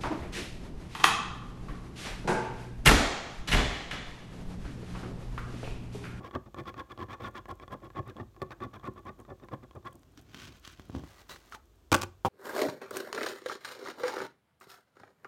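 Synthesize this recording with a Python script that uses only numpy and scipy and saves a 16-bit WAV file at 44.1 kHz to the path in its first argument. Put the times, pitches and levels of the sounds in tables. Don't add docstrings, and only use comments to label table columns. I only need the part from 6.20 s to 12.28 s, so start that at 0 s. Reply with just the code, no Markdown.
import sys
import numpy as np
from scipy import signal
from scipy.fft import rfft, irfft
from scipy.io import wavfile
from scipy.ndimage import map_coordinates

SR = 44100
rng = np.random.default_rng(int(sys.argv[2]) if len(sys.argv) > 2 else 0)


def wav_record(signal):
    frames = np.transpose(np.atleast_2d(signal))
    bounded = np.clip(frames, -1, 1)
    quanta = np.round(bounded * 32767).astype(np.int16)
    wavfile.write(sys.argv[1], SR, quanta)


N = 268348
TIME = np.arange(N) / SR

# start_s, length_s, rasp_level_db
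STROKES = [(0, 0.022, -59), (0.021, 0.062, -48), (0.131, 0.034, -42), (0.254, 0.022, -57.5),
           (0.363, .048, -41.5), (0.455, 0.049, -42), (0.564, 0.053, -40.5), (0.692, 0.038, -46.5),
           (.782, 0.057, -41.5), (0.885, 0.065, -41.5), (0.997, .09, -39), (1.145, 0.047, -39.5),
           (1.284, 0.037, -39.5), (1.408, 0.034, -48.5), (1.503, 0.042, -42.5), (1.618, 0.057, -52.5),
           (1.749, .05, -42), (1.855, 0.059, -48), (1.96, 0.061, -49), (2.163, 0.007, -62.5),
           (2.216, 0.016, -39), (2.305, .029, -41.5), (2.402, 0.055, -42), (2.53, 0.039, -44.5),
           (2.632, 0.051, -40.5), (2.76, 0.036, -48.5), (2.853, 0.044, -42.5), (2.983, 0.029, -54.5),
           (3.08, 0.032, -50), (3.214, 0.036, -55), (3.313, 0.033, -44.5), (3.424, 0.021, -52),
           (3.548, 0.02, -51), (3.647, 0.039, -41), (3.742, 0.012, -73)]
# rumble_db in a usual stroke, hiss_db relative to the rasp
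DIRECTIONS = [(-42, -9), (-47, -7)]
SPEED_EXPONENTS = [0.34, 1, 1.66]
# start_s, level_db
CATCHES = [(0, -42.5), (.148, -28.5), (0.38, -39), (1.537, -34.5), (1.78, -30), (1.993, -36.5),
           (2.213, -33.5), (2.671, -43.5), (2.888, -39), (3.114, -38.5), (3.321, -38), (3.559, -44)]
# time_s, level_db
COIN_TICKS = [(.1098, -52), (.151, -41.5), (.3442, -45), (.456, -54.5), (.5418, -50), (.7772, -48.5),
              (1.2561, -50), (1.3993, -52.5), (1.4786, -50.5), (1.7025, -54), (1.966, -51.5), (2.164, -58),
              (2.218, -38), (2.308, -49), (2.403, -50.5), (2.542, -50.5), (2.5966, -57.5), (3.049, -59.5),
              (3.286, -52.5), (3.51, -56.5)]
# time_s, swish_db, hand_rumble_db
DRAG = [(3.7, -101.5, -62), (3.96, -79, -66), (3.99, -61.5, -51), (4.03, -79, -62), (4.09, -70, -58),
        (4.16, -57.5, -52.5), (4.205, -50, -51.5), (4.27, -56, -54.5), (4.31, -64, -54), (4.37, -65.5, -61),
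        (4.41, -78, -88), (4.45, -55.5, -70), (4.56, -64.5, -60), (4.68, -72.5, -59.5), (4.77, -58, -35),
        (4.9, -78, -68)]
# time_s, level_db
FLICKS = [(3.832, -67.5), (3.975, -56), (4.1451, -49), (4.4758, -49), (4.596, -55.5)]
# time_s, level_db
BUMPS = [(4.596, -47.5), (4.6975, -39.5), (4.7495, -32), (4.837, -40.5)]
# time_s, level_db
SNAGS = [(5.0945, -55), (5.161, -52), (5.3232, -47.5), (5.348, -47.5)]
# time_s, level_db
SWEEP = [(4.82, -71), (4.876, -62.5), (4.954, -65.5), (5.014, -58.5), (5.026, -69), (5.082, -75),
         (5.096, -46.5), (5.116, -49), (5.176, -65), (5.306, -66.5), (5.324, -58), (5.34, -61.5),
         (5.35, -46.5), (5.366, -70), (5.42, -91)]
# start_s, length_s, first_pitch_hz, last_pitch_hz, level_db
SQUEAKS = [(5.083, 0.095, 3850, 4060, -53.5), (5.319, 0.041, 1450, 1160, -45),
           (5.347, 0.041, 900, 774, -51)]
# time_s, level_db, hardness_db (taken from the thud, added to the snap)
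CLATTER = [(5.7176, -33.5, 5.5), (5.7198, -29.5, -10), (5.7245, -42.5, 14), (5.7445, -25.5, 1.5),
           (5.749, -25.5, 0.5), (5.7635, -51.5, 14), (5.8147, -48, 12), (5.819, -39.5, 8.5),
           (5.8335, -38, 3)]
# start_s, length_s, level_db
SKIDS = [(5.723, 0.015, -21), (5.732, 0.037, -26), (5.744, 0.097, -42.5), (5.822, 0.032, -37)]

# centre_hz, width_hz, peak_db
SCRATCHED = [(30, -25), (60, 0), (100, 4.5), (170, -11), (330, -4.5), (600, -6), (950, -12.5), (1300, -7.5),
             (1560, -22), (2200, -22.5), (4500, -31.5), (8000, -44), (10500, -48.5), (15000, -49)]
SCRATCHED_MODES = [(91.4, 16.3, 3.46), (129.4, 34, 12.6), (204.4, 17, 6.9), (226, 66, 11.2), (324, 91, 8.4),
                   (362.5, 30, 7.1), (526.5, 84, 7.4), (804, 200, 10.8), (1076.3, 129, 16.3),
                   (1148.4, 150, 12.66), (1410, 87, 15.4), (1713, 163, 24.4), (1993, 230, 13.4),
                   (2340, 360, 11.6), (3406, 180, 12.5), (5580, 98, 7.5), (14200, 1000, 4.3)]
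# frequency_hz, gain_db
FLAKE = [(30, -21), (1200, -8), (3000, -20), (6500, 1), (10500, -1), (13500, -3), (16000, -5)]
CARD = [(30, -32), (70, 8), (120, 7), (175, 0.5), (280, 4), (500, -11), (900, -8), (1500, 1), (2800, -14),
        (6300, -20.5), (9500, -31.5), (15500, -34)]
CARD_MODES = [(1080, 180, 6.9), (1480, 140, 1.4), (1930, 140, 1.9), (2570, 1400, 3.6), (3180, 200, 3.4),
              (4350, 150, 1.7), (6100, 600, 2)]
EDGE = [(30, -16), (100, -9), (250, -11), (600, -9.5), (1200, 1), (2700, -7), (4800, -12), (6500, -13.5),
        (10000, -21), (15500, -21.5)]
EDGE_MODES = [(350, 55, 3.1), (1180, 160, 6), (1570, 180, 4.5), (1990, 180, 8.5), (4340, 200, 2.5)]
TABLE = [(30, -14.5), (90, 2.5), (170, -7), (300, -3), (680, -10), (1000, -6.5), (1350, -13.5), (1950, -14),
         (2700, -11), (4800, -9.5), (7000, -10.5), (10500, -19.5), (15500, -22.5)]
TABLE_MODES = [(91.6, 23, 5.4), (358, 34, 10.2), (557, 94, 7.3), (784, 52, 7.9), (1160, 210, 9.1),
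               (1470, 220, 11.6), (2480, 100, 4.7), (3100, 280, 4.3)]
KNOCKED = [(30, -8), (90, 22.5), (200, 4), (400, 4), (650, 1), (950, 1.5), (1300, -6.5), (2000, -24.5),
           (3100, -28.5), (4500, -37.5), (6500, -41.5), (10000, -46), (15500, -48.5)]
KNOCKED_MODES = [(247, 66, 13), (369, 9.2, 21), (486, 67, 12.5), (788, 31, 10), (970, 55, 6.2)]
# frequency_hz, level_db, t60_s
ROOM = [(81, -6, 0.53), (323, -5.5, 0.09), (950, -13.5, 0.3), (1670, -13, 0.22), (6030, -20.5, 0.32),
        (14000, -15, 0.09)]
# frequency_hz, density_db
AIR = [(15, -39.5), (25, -14.5), (70, 7.5), (180, -11), (344, -3), (489, -11), (936, -17.5), (1130, -16),
       (2110, -25), (3430, -23.5), (4870, -28), (6740, -27), (10400, -35), (14000, -29.5), (16000, -37)]
# pitch_hz, level_db
HUM = [(50, -65.5), (99, -82)]

# low_db, middle_db, high_db
TICK_COLOUR, CATCH_COLOUR = (-0.5, -1.6, -8.5), (0, -12, -55)
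FLICK_COLOUR, BUMP_COLOUR = (-1.2, -4.5, -1.2), (0, -24, -26)
SWEEP_COLOUR, SNAG_COLOUR = (-1.4, -0.92, -1.2), (-30, 0, -7)
CLATTER_COLOUR, SKID_COLOUR = (-5, 0, -6.5), (-1.5, 0, -7)
KNOCK_COLOUR, KNOCK_RUB_COLOUR = (-5, 0, -16), (-1.5, 0, -24)

RUMBLE_TOP_HZ, RASP_TOP_HZ = 727, 2800
BLOW_S = 0.01
ATTACK_S, RELEASE_S = 0.014, 0.016
STROKE_PEAK, ARCH_DB = 0.74, 9
USUAL_DB, RUMBLE_FOLLOWS = -43.5, 0.16
WEAR_DB_PER_S = 1.5
RUB_DB, RUB_SPREAD_S = -19, 0.086
TURN_LEAD_S, TURN_DB = 0.018, -68.5
CATCH_S, CATCH_PEAK = 0.021, 0.09
IDLE_SNAPS_PER_S, COIN_SNAPS_PER_S, CARD_SNAPS_PER_S = 2.6, 72, 16
SNAP_DB, PILE_DB, PILE_S = -92, 15, 0.93
DRAG_RASP_DB = -2.5
SQUEAK_PEAK, SKID_PEAK = 0.27, 0.29
KNOCK_S, KNOCK_DB = 6.0485, -25.5
REBOUND_S, REBOUND_LOSS_DB = 0.0055, 2.5
KNOCK_RUB_S, KNOCK_RUB_DB = 0.034, -29
AIR_DB, HUM_WAVER_DB = -64.5, 2.5
CUTOFF_HZ = 16100


def scratching(table_lag_s=0.0042, turn_jitter_s=0.0036, turn_spread_db=3):
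    pressures = movements(coin_moves())
    pressures[0] = np.interp(TIME - table_lag_s, TIME, pressures[0])
    scrape = friction(pressures, per_s=5000, spread_db=3.0, judder_db=2.5, judder_hz=162)
    hand_rub = sum(from_db(db + RUB_DB) * swell(start_s + length_s / 2, RUB_SPREAD_S, RUB_SPREAD_S)
                   for start_s, length_s, db in STROKES)
    scrape[0] += hand_rub * grains(per_s=2500, spread_db=1.5)
    light_ticks = [(start_s - TURN_LEAD_S + turn_jitter_s * rng.normal(),
                    TURN_DB + turn_spread_db * rng.normal()) for start_s, _, _ in STROKES[1:]]
    ticks = blows(list(COIN_TICKS) + light_ticks, TICK_COLOUR, crunch_s=0.0011)
    return flex(body(scrape + ticks, SCRATCHED, SCRATCHED_MODES), depth=0.0414, rate_hz=12.8)


def coin_moves():
    for k, (start_s, length_s, rasp_db) in enumerate(STROKES):
        rumble_db, hiss_db = DIRECTIONS[k % 2]
        rumble_db = rumble_db + RUMBLE_FOLLOWS * (rasp_db - USUAL_DB)
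        hiss_db = rasp_db + hiss_db - WEAR_DB_PER_S * start_s
        yield stroke_speed(start_s, length_s), (rumble_db, rasp_db, hiss_db)
    for start_s, db in CATCHES:
        yield gesture(start_s, CATCH_S, CATCH_PEAK), db + np.array(CATCH_COLOUR)


def stroke_speed(start_s, length_s):
    speed = np.zeros(N)
    span = slice(*np.searchsorted(TIME, [start_s - ATTACK_S, start_s + length_s + RELEASE_S]))
    age = TIME[span] - start_s
    attack = np.clip(0.5 + age / ATTACK_S, 0, 1)
    release = np.clip(0.5 + (length_s - age) / RELEASE_S, 0, 1)
    speed[span] = attack * release * from_db(-ARCH_DB * np.abs(age / length_s - STROKE_PEAK))
    return speed


def flex(x, depth, rate_hz):
    lead = depth * drift(rate_hz) * SR / (2 * np.pi * rate_hz)
    return map_coordinates(x, [np.arange(N) + lead], order=3)


def flakes(spread_db=4.0):
    coin_speed = sum(stroke_speed(start_s, length_s) for start_s, length_s, _ in STROKES)
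    card_moving = (TIME > DRAG[0][0]) & (TIME < SWEEP[-1][0])
    snaps_per_s = IDLE_SNAPS_PER_S + COIN_SNAPS_PER_S * coin_speed + CARD_SNAPS_PER_S * card_moving
    born = rng.random(N) < snaps_per_s / SR
    level_db = SNAP_DB + PILE_DB * np.minimum(TIME / PILE_S, 1)
    sizes = from_db(level_db + spread_db * np.minimum(rng.exponential(1, N), 3))
    energy = signal.lfilter([0.04], [1, -0.96], born * sizes ** 2 * BLOW_S * SR + 1e-18)
    return through(np.sqrt(energy) * rng.standard_normal(N), response(FLAKE)[1])


def handling():
    swish, rumble = follow(DRAG)
    pressures = [rumble, from_db(DRAG_RASP_DB) * swish, swish]
    drag = friction(pressures, per_s=14000, spread_db=1.5, judder_db=3.0, judder_hz=90)
    flicks = blows(FLICKS, FLICK_COLOUR, crunch_s=0.0022)
    bumps = blows(BUMPS, BUMP_COLOUR, crunch_s=0.0072)
    snags = blows(SNAGS, SNAG_COLOUR, crunch_s=0.011)
    return body(drag + flicks + bumps + snags, CARD, CARD_MODES)


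def sweeping():
    pressures = from_db(SWEEP_COLOUR)[:, None] * follow(SWEEP)
    brush = friction(pressures, per_s=5800, spread_db=2.0, judder_db=2.15, judder_hz=111)
    return body(brush, EDGE, EDGE_MODES)


def squeaks(waver_hz=55, flutter_db=3):
    out = np.zeros(N)
    for start_s, length_s, first_hz, last_hz, db in SQUEAKS:
        glide_hz = np.interp(TIME, [start_s, start_s + length_s], [first_hz, last_hz])
        pitch_hz = glide_hz + waver_hz * drift(121)
        tone = np.sin(2 * np.pi * np.cumsum(pitch_hz) / SR) * from_db(flutter_db * drift(150))
        out += from_db(db) * gesture(start_s, length_s, SQUEAK_PEAK) * rms_one(tone)
    return out


def clatter():
    pressures = movements((gesture(start_s, length_s, SKID_PEAK), db + np.array(SKID_COLOUR))
                          for start_s, length_s, db in SKIDS)
    skid = friction(pressures, per_s=13000, spread_db=5.0, judder_db=2.0, judder_hz=200)
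    strikes = blows(CLATTER, CLATTER_COLOUR, crunch_s=0.0015)
    return body(skid + strikes, TABLE, TABLE_MODES)


def knock(count=3):
    hits = [(KNOCK_S + k * REBOUND_S, KNOCK_DB - k * REBOUND_LOSS_DB) for k in range(count)]
    landing = gesture(KNOCK_S, KNOCK_RUB_S, peak=0.3)
    pressures = movements([(landing, KNOCK_RUB_DB + np.array(KNOCK_RUB_COLOUR))])
    rub = friction(pressures, per_s=5200, spread_db=2.5, judder_db=1.0, judder_hz=200)
    return body(rub + blows(hits, KNOCK_COLOUR, crunch_s=0.016), KNOCKED, KNOCKED_MODES)


def room(x, wet_db, count=10):
    edges_hz, age = np.geomspace(40, 17000, count + 1), TIME[:SR // 2]
    build_up, echo = 1 - np.exp(-(age / 0.015) ** 2), 0
    for low, high in zip(edges_hz, edges_hz[1:]):
        centre_hz = np.sqrt(low * high)
        band = signal.butter(2, [low, high], "band", fs=SR, output="sos")
        noise = signal.sosfilt(band, rng.standard_normal(len(age)))
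        decay = np.exp(-np.log(1000) * age / at_hz(ROOM, centre_hz, axis=2))
        tail = rms_one(noise * build_up * decay)
        echo = echo + from_db(at_hz(ROOM, centre_hz)) * tail * np.sqrt(2 * (high - low) / SR / len(age))
    return x + from_db(wet_db) * signal.fftconvolve(x, echo)[:N]


def background():
    _, gain = response(AIR)
    air = from_db(AIR_DB) * through(rng.standard_normal(N), gain)
    hum = sum(from_db(db) * np.sqrt(2) * np.sin(2 * np.pi * (pitch_hz * TIME + rng.random()))
              for pitch_hz, db in HUM)
    return air + hum * from_db(HUM_WAVER_DB * drift(0.45))


def friction(pressures, per_s, spread_db, judder_db, judder_hz):
    judder = rms_one(from_db(judder_db * drift(judder_hz)))
    return judder * np.array([pressure * grains(per_s, spread_db) for pressure in pressures])


def grains(per_s, spread_db):
    sizes = from_db(spread_db * np.minimum(rng.exponential(1, N), 5))
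    return rms_one(sizes * rng.choice([-1, 1], N) * (rng.random(N) < per_s / SR))


def blows(hits, colour_db, crunch_s, size=1024):
    forces, age = np.zeros((3, N + size)), np.arange(size) / SR
    for time_s, db, *hardness in hits:
        levels_db = db + np.array(colour_db) + sum(hardness) * np.array([-1, 0, 1])
        thud, ring, snap = from_db(levels_db)
        at = int(np.clip(time_s * SR, 0, N))
        crunch = rms_one(rng.standard_normal(size) * np.exp(-age / crunch_s)) / np.sqrt(size)
        forces[:2, at] += thud, ring
        forces[2, at:at + size] += snap * crunch
    return forces[:, :N] * np.sqrt(BLOW_S * SR)


def movements(moves):
    power = np.zeros((3, N))
    for speed, levels_db in moves:
        moving = speed > 0
        pressure = from_db(levels_db)[:, None] * speed[moving] ** np.array(SPEED_EXPONENTS)[:, None]
        power[:, moving] += pressure ** 2
    return np.sqrt(power)


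def gesture(start_s, length_s, peak):
    return swell(start_s + peak * length_s, peak * length_s, (1 - peak) * length_s)


def swell(peak_s, rise_s, fall_s):
    corners, speed = [peak_s - rise_s, peak_s, peak_s + fall_s], np.zeros(N)
    span = slice(*np.searchsorted(TIME, corners[::2]))
    speed[span] = np.sin(np.pi / 2 * np.interp(TIME[span], corners, [0, 1, 0])) ** 2
    return speed


def follow(curve):
    time_s, *columns = np.transpose(curve)
    return [from_db(np.interp(TIME, time_s, db, left=-np.inf, right=-np.inf)) for db in columns]


def body(forces, spectrum, modes, order=10):
    hz, gain = response(spectrum, modes)
    low = 1 / (1 + (hz / RUMBLE_TOP_HZ) ** order)
    not_high = 1 / (1 + (hz / RASP_TOP_HZ) ** order)
    shares = low, (1 - low) * not_high, 1 - not_high
    return sum(through(force, gain * np.sqrt(share)) for force, share in zip(forces, shares))


def response(spectrum, modes=(), order=8192):
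    hz = np.arange(order // 2 + 1) * SR / order
    peaks_db = sum(db / (1 + (2 * (hz - centre) / width) ** 2) for centre, width, db in modes)
    return hz, from_db(at_hz(spectrum, hz) + peaks_db)


def through(x, gain):
    cepstrum = irfft(np.log(rms_one(gain) + 1e-6))
    half = len(cepstrum) // 2
    cepstrum[1:half] *= 2
    cepstrum[half + 1:] = 0
    impulse = irfft(np.exp(rfft(cepstrum)))[:half]
    return signal.fftconvolve(x, impulse)[:N]


def drift(rate_hz):
    lowpass = signal.butter(2, rate_hz, fs=SR, output="sos")
    return rms_one(signal.sosfilt(lowpass, rng.standard_normal(N + SR))[SR:])


def at_hz(points, hz, axis=1):
    table = np.array(points)
    return np.interp(np.log(hz + 1e-3), np.log(table[:, 0]), table[:, axis])


def from_db(db):
    return 10 ** (np.asarray(db) / 20)


def rms_one(x):
    return x / np.sqrt(np.mean(x ** 2) + 1e-20)


def scene():
    rubbed = room(scratching() + flakes() + handling() + sweeping() + squeaks(), wet_db=-4.0)
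    struck = room(clatter() + knock(), wet_db=-3.5)
    return (rubbed + struck + background())[None]


def record(dry):
    lowpass = signal.ellip(10, 0.2, 80, CUTOFF_HZ, fs=SR, output="sos")
    return signal.sosfilt(lowpass, np.tanh(dry))


dry = scene()
out = record(dry)
wav_record(out)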